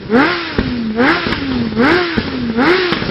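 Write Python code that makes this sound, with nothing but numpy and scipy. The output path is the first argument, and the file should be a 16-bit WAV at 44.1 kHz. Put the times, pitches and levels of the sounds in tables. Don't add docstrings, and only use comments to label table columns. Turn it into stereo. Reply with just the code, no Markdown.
import sys
import numpy as np
from scipy import signal
from scipy.fft import rfft, irfft
from scipy.io import wavfile
from scipy.ndimage import uniform_filter1d

SR = 44100
rng = np.random.default_rng(int(sys.argv[2]) if len(sys.argv) > 2 else 0)


def store_pcm(level_fs):
    pcm = np.round(np.clip(level_fs, -1, 1) * 32767).astype(np.int16)
    wavfile.write(sys.argv[1], SR, np.atleast_2d(pcm).T)


def amplitude_ratio(level_db):
    exponent = np.asarray(level_db, float) / 20
    return 10 ** exponent


N = 136710

# time_s, firing_hz, level_db
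FIRING_CURVE = [(0, 198.4, -31.5), (.08, 189.3, -35), (.14, 223.3, -10.5), (.2, 273.5, -9.5),
                (.3, 359.6, -21.5), (.48, 321.4, -30), (.6, 269.3, -29.5), (.73, 246.7, -18),
                (.89, 217, -17.5), (.94, 213.7, -28), (1.01, 243.4, -11), (1.06, 280.5, -13),
                (1.12, 341.3, -13.5), (1.17, 353.4, -24.5), (1.26, 328.5, -29.5), (1.37, 295.6, -29.5),
                (1.42, 280, -20), (1.53, 256, -21), (1.57, 244.8, -15.5), (1.67, 225.5, -15.5),
                (1.7, 217.2, -25), (1.75, 210.8, -28.5), (1.81, 234, -8), (1.87, 293.3, -13.5),
                (1.92, 337.1, -10), (1.97, 365.5, -15), (2.1, 333.4, -22), (2.17, 308, -32),
                (2.3, 271, -24), (2.49, 228.2, -15.5), (2.545, 222.7, -24.5), (2.59, 235.1, -11.5),
                (2.64, 284.5, -15.5), (2.71, 356.3, -8.5), (2.78, 379.3, -15), (2.86, 355.8, -17.5),
                (2.93, 329.9, -22), (3.1, 272.7, -36)]
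# opens_s, shuts_s, howl_db
THROTTLE_BLIPS = [(0.088, 0.24, -22), (0.953, 1.106, -23), (1.756, 1.911, -22.5), (2.542, 2.695, -23.5)]
# multiple, level_db (before the pipe shapes it)
FIRING_ORDERS = [(.5, -7), (1.5, -10.5), (2, 5.5), (2.5, -10), (3, 4), (3.5, -9.5), (4, 1), (5, 1.5),
                 (6, -3), (7, -3.5)]
# pitch_hz, gain_db
PIPE_RESPONSE = [(100, -6.5), (330, 7), (400, 8.5), (470, 8), (560, -4.5), (680, 0.5), (780, 0.5),
                 (920, -4), (1100, -6.5), (1450, 2), (1750, -14.5), (2030, -1.5), (3000, -6.5)]
# (per Hz, only the shape counts)
RASP_COLOUR = [(150, -9), (300, 3), (480, -4), (800, -6.5), (1450, -1), (2050, 0), (2500, -11), (5500, -17)]
# (per Hz, only the shape counts)
HISS_COLOUR = [(300, -6), (800, -3.5), (1500, 6.5), (2500, 3.5), (4200, 0), (5000, -0.5), (6000, -4)]
# pitch_hz, level_db, t60_s
TAILPIPE_RINGS = [(825, 0.5, 0.029), (1305, -8.5, 0.042), (1595, 4.5, 0.016), (2017, -3.5, 0.026),
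                  (4200, -12, 0.012)]
# time_s, level_db (BURBLE_DB is added)
BURBLE_CURVE = [(0, -33), (.35, -39.5), (.39, -53), (.5, -40.5), (.55, -30.5), (.9, -36.5), (1.2, -45.5),
                (1.3, -28.5), (1.75, -32.5), (1.99, -34.5), (2.05, -57.5), (2.14, -47), (2.19, -31),
                (2.55, -35.5), (2.79, -36), (2.9, -50.5), (2.94, -30), (3.1, -26.5)]
# (per Hz, only the shape counts)
BURBLE_COLOUR = [(20, -9.5), (50, -9), (90, 2), (160, -24.5), (250, -2.5), (430, -7), (560, -14),
                 (2500, -22.5)]
# start_s, ring_peak_db, thump_db and crack_db (re the ring; THUMP_DB and CRACK_DB are added)
BACKFIRES = [(.585, -5.5, -27, -18.5), (.587, 5, 2, -23.5), (.592, -3.5, -2, -13), (0.6096, -5, 1, -28),
             (0.905, -10, -9.5, -27), (1.267, -1, -13.5, -17), (1.293, -12.5, -30, -9),
             (1.324, -2, -7, -4.5), (1.516, -7.5, -11, -12), (1.67, -10.5, -25, -23),
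             (1.725, -8, -12.5, -19), (2.172, -6.5, 3, -23), (2.1809, 3.5, -4.5, -23.5),
             (2.1855, -5.5, -16, -29), (2.206, -9, -1.5, -31), (2.279, -6, -16.5, -12.5),
             (2.499, -5, -20.5, -34.5), (2.923, 0.5, -16, -10), (2.929, -6, -23.5, -2.5),
             (2.968, -4.5, -18, -10.5), (3.023, -3.5, -19.5, -13.5), (3.091, -2.5, -15, -19)]
# pitch_hz, level_db (before scaling the sum to peak 1), t60_s
POP_RINGS = [(225, -1, .045), (340, 3, .008), (450, -9, .02), (750, -1, .006), (1500, -5, .012)]
# pitch_hz, likeness (1 = identical)
PORT_LIKENESS = [(60, 1), (200, 0.93), (400, 1), (800, 0.13), (1500, 0.39), (3000, 0.04), (5000, 0.034)]
# pitch_hz, lag_rad
PORT_LAG = [(50, .06), (250, 0.69), (460, 0.63), (800, 4.48), (1500, 5.9), (2200, 7.87), (5000, 16.44)]

JITTER, TONE_WOBBLE_DB = .004, 2
COAST_DB, COAST_DB_PER_DOUBLING = -42, 27
COAST_TILT_DB_PER_ORDER = 0.8
WOBBLE_DB_PER_ORDER, WOBBLE_S = .6, .014
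SPREAD = .55
OPEN_S, OPEN_FROM_DB, SHUT_DB_PER_S = 0.083, -24.5, -180
HISS_DB, HISS_DB_PER_DOUBLING = -21, 23
RASP_DB, RASP_DB_PER_DOUBLING = 9.5, 15.5
PUFF_DEPTH = 0.31
BARK_DB, BARK_DB_PER_DOUBLING = 5.5, 12.5
BARK_UNEVEN_DB, BARK_SCATTER_S = 4.5, .00012
BURBLE_DB, BURBLE_S = 10, 0.023
BURBLES_PER_S, BURBLE_SIZE_DB = 220, 1.3
POP_RISE_S, SUCK_S, SUCK_DB = .0003, .0015, -9
THUMP_HZ, THUMP_T60_S, THUMP_DB = 67.5, 0.019, 0.5
CRACK_HZ, CRACK_WIDTH_HZ, CRACK_DB = 1840, 2560, 3
CRACK_RISE_S, CRACK_T60_S = .0006, .035
PATCH_DB = 2
ROOM_T60_S, ROOM_BASS_CUT_HZ = 0.17, 210
ROOM_DB, POP_ROOM_DB = -9.5, -8
BASS_CUT_HZ, TREBLE_CUT_HZ = 58, 5525
SOFT_LIMIT = 1.55
GAIN_DB, CLIP = -.3, .93


def evened(x):
    return x / np.sqrt(np.mean(x ** 2) + 1e-20)


def read(points, hz):
    f, value = np.transpose(points)
    return np.interp(np.log(hz + 1), np.log(f + 1), value)


def control(table, column):
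    rows = np.array(table)
    return np.interp(np.arange(N) / SR, rows[:, 0], rows[:, column])


def drift(seconds):
    size = max(int(seconds * SR), 2)
    once = uniform_filter1d(rng.standard_normal(N), size)
    return evened(uniform_filter1d(once, size))


def decaying_sine(t, hz, db, t60):
    return amplitude_ratio(db - 60 * t / t60) * np.sin(2 * np.pi * hz * t)


def both_ports(x):
    lag = np.exp(-1j * read(PORT_LAG, np.fft.rfftfreq(len(x), 1 / SR)))
    return np.array([irfft(rfft(x) * lag, len(x)), x])


def noise(colour):
    frames, hz = N // 128 + 5, np.fft.rfftfreq(512, 1 / SR)
    a, b, c, d, patches = rng.standard_normal((frames, 257, 5)).T
    patches = uniform_filter1d(patches, size=4, axis=0)
    patches = evened(uniform_filter1d(patches, size=16, axis=1))
    same = np.clip(read(PORT_LIKENESS, hz), -1, 1)[:, None]
    right = a + 1j * b
    left = same * right + np.sqrt(1 - same ** 2) * (c + 1j * d)
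    left = left * np.exp(-1j * read(PORT_LAG, hz))[:, None]
    spectra = np.array([left, right]) * amplitude_ratio(read(colour, hz)[:, None] + PATCH_DB * patches)
    return evened(signal.istft(spectra, nperseg=512, noverlap=384)[1][:, :N])


def partial(turns, hz, spread):
    apart = read(PORT_LAG, hz) + spread * drift(0.058)
    phase = 2 * np.pi * (turns + rng.random())
    return np.sqrt(2) * np.cos(phase - np.array([[.5], [-.5]]) * apart)


def firing_tone(turns, hz):
    level_db = control(FIRING_CURVE, 2) + TONE_WOBBLE_DB * drift(0.0047)
    return amplitude_ratio(level_db) * partial(turns, hz, SPREAD / 3)


def hiss(doublings):
    return amplitude_ratio(HISS_DB + HISS_DB_PER_DOUBLING * doublings) * noise(HISS_COLOUR)


def whine_and_howl(turns, hz, doublings, load):
    coast = amplitude_ratio(COAST_DB + COAST_DB_PER_DOUBLING * doublings + TONE_WOBBLE_DB * drift(0.026))
    out = np.zeros((2, N))
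    for order, db in FIRING_ORDERS:
        rough = amplitude_ratio(WOBBLE_DB_PER_ORDER * min(order, 5) * drift(WOBBLE_S))
        drive = load * rough + coast * amplitude_ratio(COAST_TILT_DB_PER_ORDER * order)
        passed = amplitude_ratio(db + read(PIPE_RESPONSE, order * hz))
        out += passed * drive * partial(order * turns, order * hz, SPREAD)
    return out


def burble():
    struck = rng.random(N) < BURBLES_PER_S / SR
    size = struck * amplitude_ratio(BURBLE_SIZE_DB * np.minimum(rng.exponential(1, N), 4))
    fade = np.exp(-np.arange(4000) / SR / BURBLE_S)
    lumps = signal.oaconvolve(size, fade)[:N]
    return amplitude_ratio(control(BURBLE_CURVE, 1) + BURBLE_DB) * evened(lumps * noise(BURBLE_COLOUR))


def throttle():
    t, load = np.arange(N) / SR, np.zeros(N)
    for opens, shuts, db in THROTTLE_BLIPS:
        swell_db = OPEN_FROM_DB * np.clip(1 - (t - opens) / OPEN_S, 0, 4) ** 2
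        fall_db = SHUT_DB_PER_S * np.maximum(t - shuts, 0)
        load += amplitude_ratio(db + swell_db + fall_db)
    return load


def rasp(doublings, load):
    return load * amplitude_ratio(RASP_DB + RASP_DB_PER_DOUBLING * doublings) * noise(RASP_COLOUR)


def bark(turns, doublings, load):
    firings = np.flatnonzero(np.diff(np.floor(turns)))
    t, rings = np.arange(1000) / SR, np.zeros(N)
    for hz, db, t60 in TAILPIPE_RINGS:
        size, late = rng.standard_normal((2, len(firings)))
        at = np.clip(firings + late * BARK_SCATTER_S * SR, 0, N - 1).astype(int)
        kicks = np.zeros(N)
        kicks[at] = amplitude_ratio(BARK_UNEVEN_DB * size)
        rings += signal.oaconvolve(kicks, decaying_sine(t, hz, db, t60))[:N]
    return load * amplitude_ratio(BARK_DB + BARK_DB_PER_DOUBLING * doublings) * evened(both_ports(rings))


def engine():
    steady_hz = control(FIRING_CURVE, 1)
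    hz = steady_hz * (1 + JITTER * drift(0.0082))
    turns = np.cumsum(hz) / SR
    doublings, load = np.log2(steady_hz / 300), throttle()
    puffs = 1 + PUFF_DEPTH * np.cos(2 * np.pi * turns)
    tones = firing_tone(turns, hz) + whine_and_howl(turns, hz, doublings, load)
    return tones + bark(turns, doublings, load) + puffs * (rasp(doublings, load) + hiss(doublings))


def pops():
    out, t = np.zeros(N + 8000), np.arange(8000) / SR
    ring = sum(decaying_sine(t, hz, db, t60) for hz, db, t60 in POP_RINGS)
    ring = ring / abs(ring).max()
    suck = amplitude_ratio(SUCK_DB) * np.sin(np.pi * np.arange(0, 1, 1 / SR / SUCK_S) ** 2)
    thump = decaying_sine(t, THUMP_HZ, THUMP_DB, THUMP_T60_S)
    edges = [CRACK_HZ - CRACK_WIDTH_HZ / 2, CRACK_HZ + CRACK_WIDTH_HZ / 2]
    band = signal.butter(2, edges, "band", fs=SR, output="sos")
    swell = np.minimum(t / POP_RISE_S, 1)
    crack_shape = amplitude_ratio(CRACK_DB - 60 * t / CRACK_T60_S) * np.minimum(t / CRACK_RISE_S, 1)
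    for start, db, thump_db, crack_db in BACKFIRES:
        spit = evened(signal.sosfilt(band, rng.standard_normal(8000)))
        bang = ring + amplitude_ratio(thump_db) * thump + amplitude_ratio(crack_db) * crack_shape * spit
        at = round(start * SR)
        out[at:at + 8000] += amplitude_ratio(db) * swell * bang
        out[at - len(suck):at] -= amplitude_ratio(db) * suck
    return both_ports(out)[:, :N]


def room(x):
    size = SR // 2
    taps = np.zeros((2, size))
    at = np.arange(300, size - 20, 20) + rng.integers(0, 20, (2, (size - 301) // 20))
    np.put_along_axis(taps, at, rng.choice([-1., 1.], at.shape), 1)
    taps *= amplitude_ratio(-60 * np.arange(size) / SR / ROOM_T60_S)
    taps = signal.sosfilt(signal.butter(2, ROOM_BASS_CUT_HZ, "high", fs=SR, output="sos"), taps)
    return signal.fftconvolve(x, taps / np.linalg.norm(taps[0]), axes=1)[:, :N]


def scene():
    motor, bangs = engine() + burble(), pops()
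    return motor + bangs + room(amplitude_ratio(ROOM_DB) * motor + amplitude_ratio(POP_ROOM_DB) * bangs)


def low_pass(x):
    return signal.sosfilt(signal.butter(12, 15870, fs=SR, output="sos"), x)


def record(dry):
    thin = signal.sosfilt(signal.butter(2, BASS_CUT_HZ, "high", fs=SR, output="sos"), dry)
    bent = SOFT_LIMIT * np.tanh(thin / SOFT_LIMIT)
    treble_cut = signal.firwin(401, TREBLE_CUT_HZ, window=("kaiser", 10), fs=SR)
    dull = signal.oaconvolve(bent, treble_cut[None], "same")
    mix = np.clip(amplitude_ratio(GAIN_DB) * dull, -CLIP, CLIP)
    return low_pass(mix)


dry = scene()
out = record(dry)
store_pcm(out)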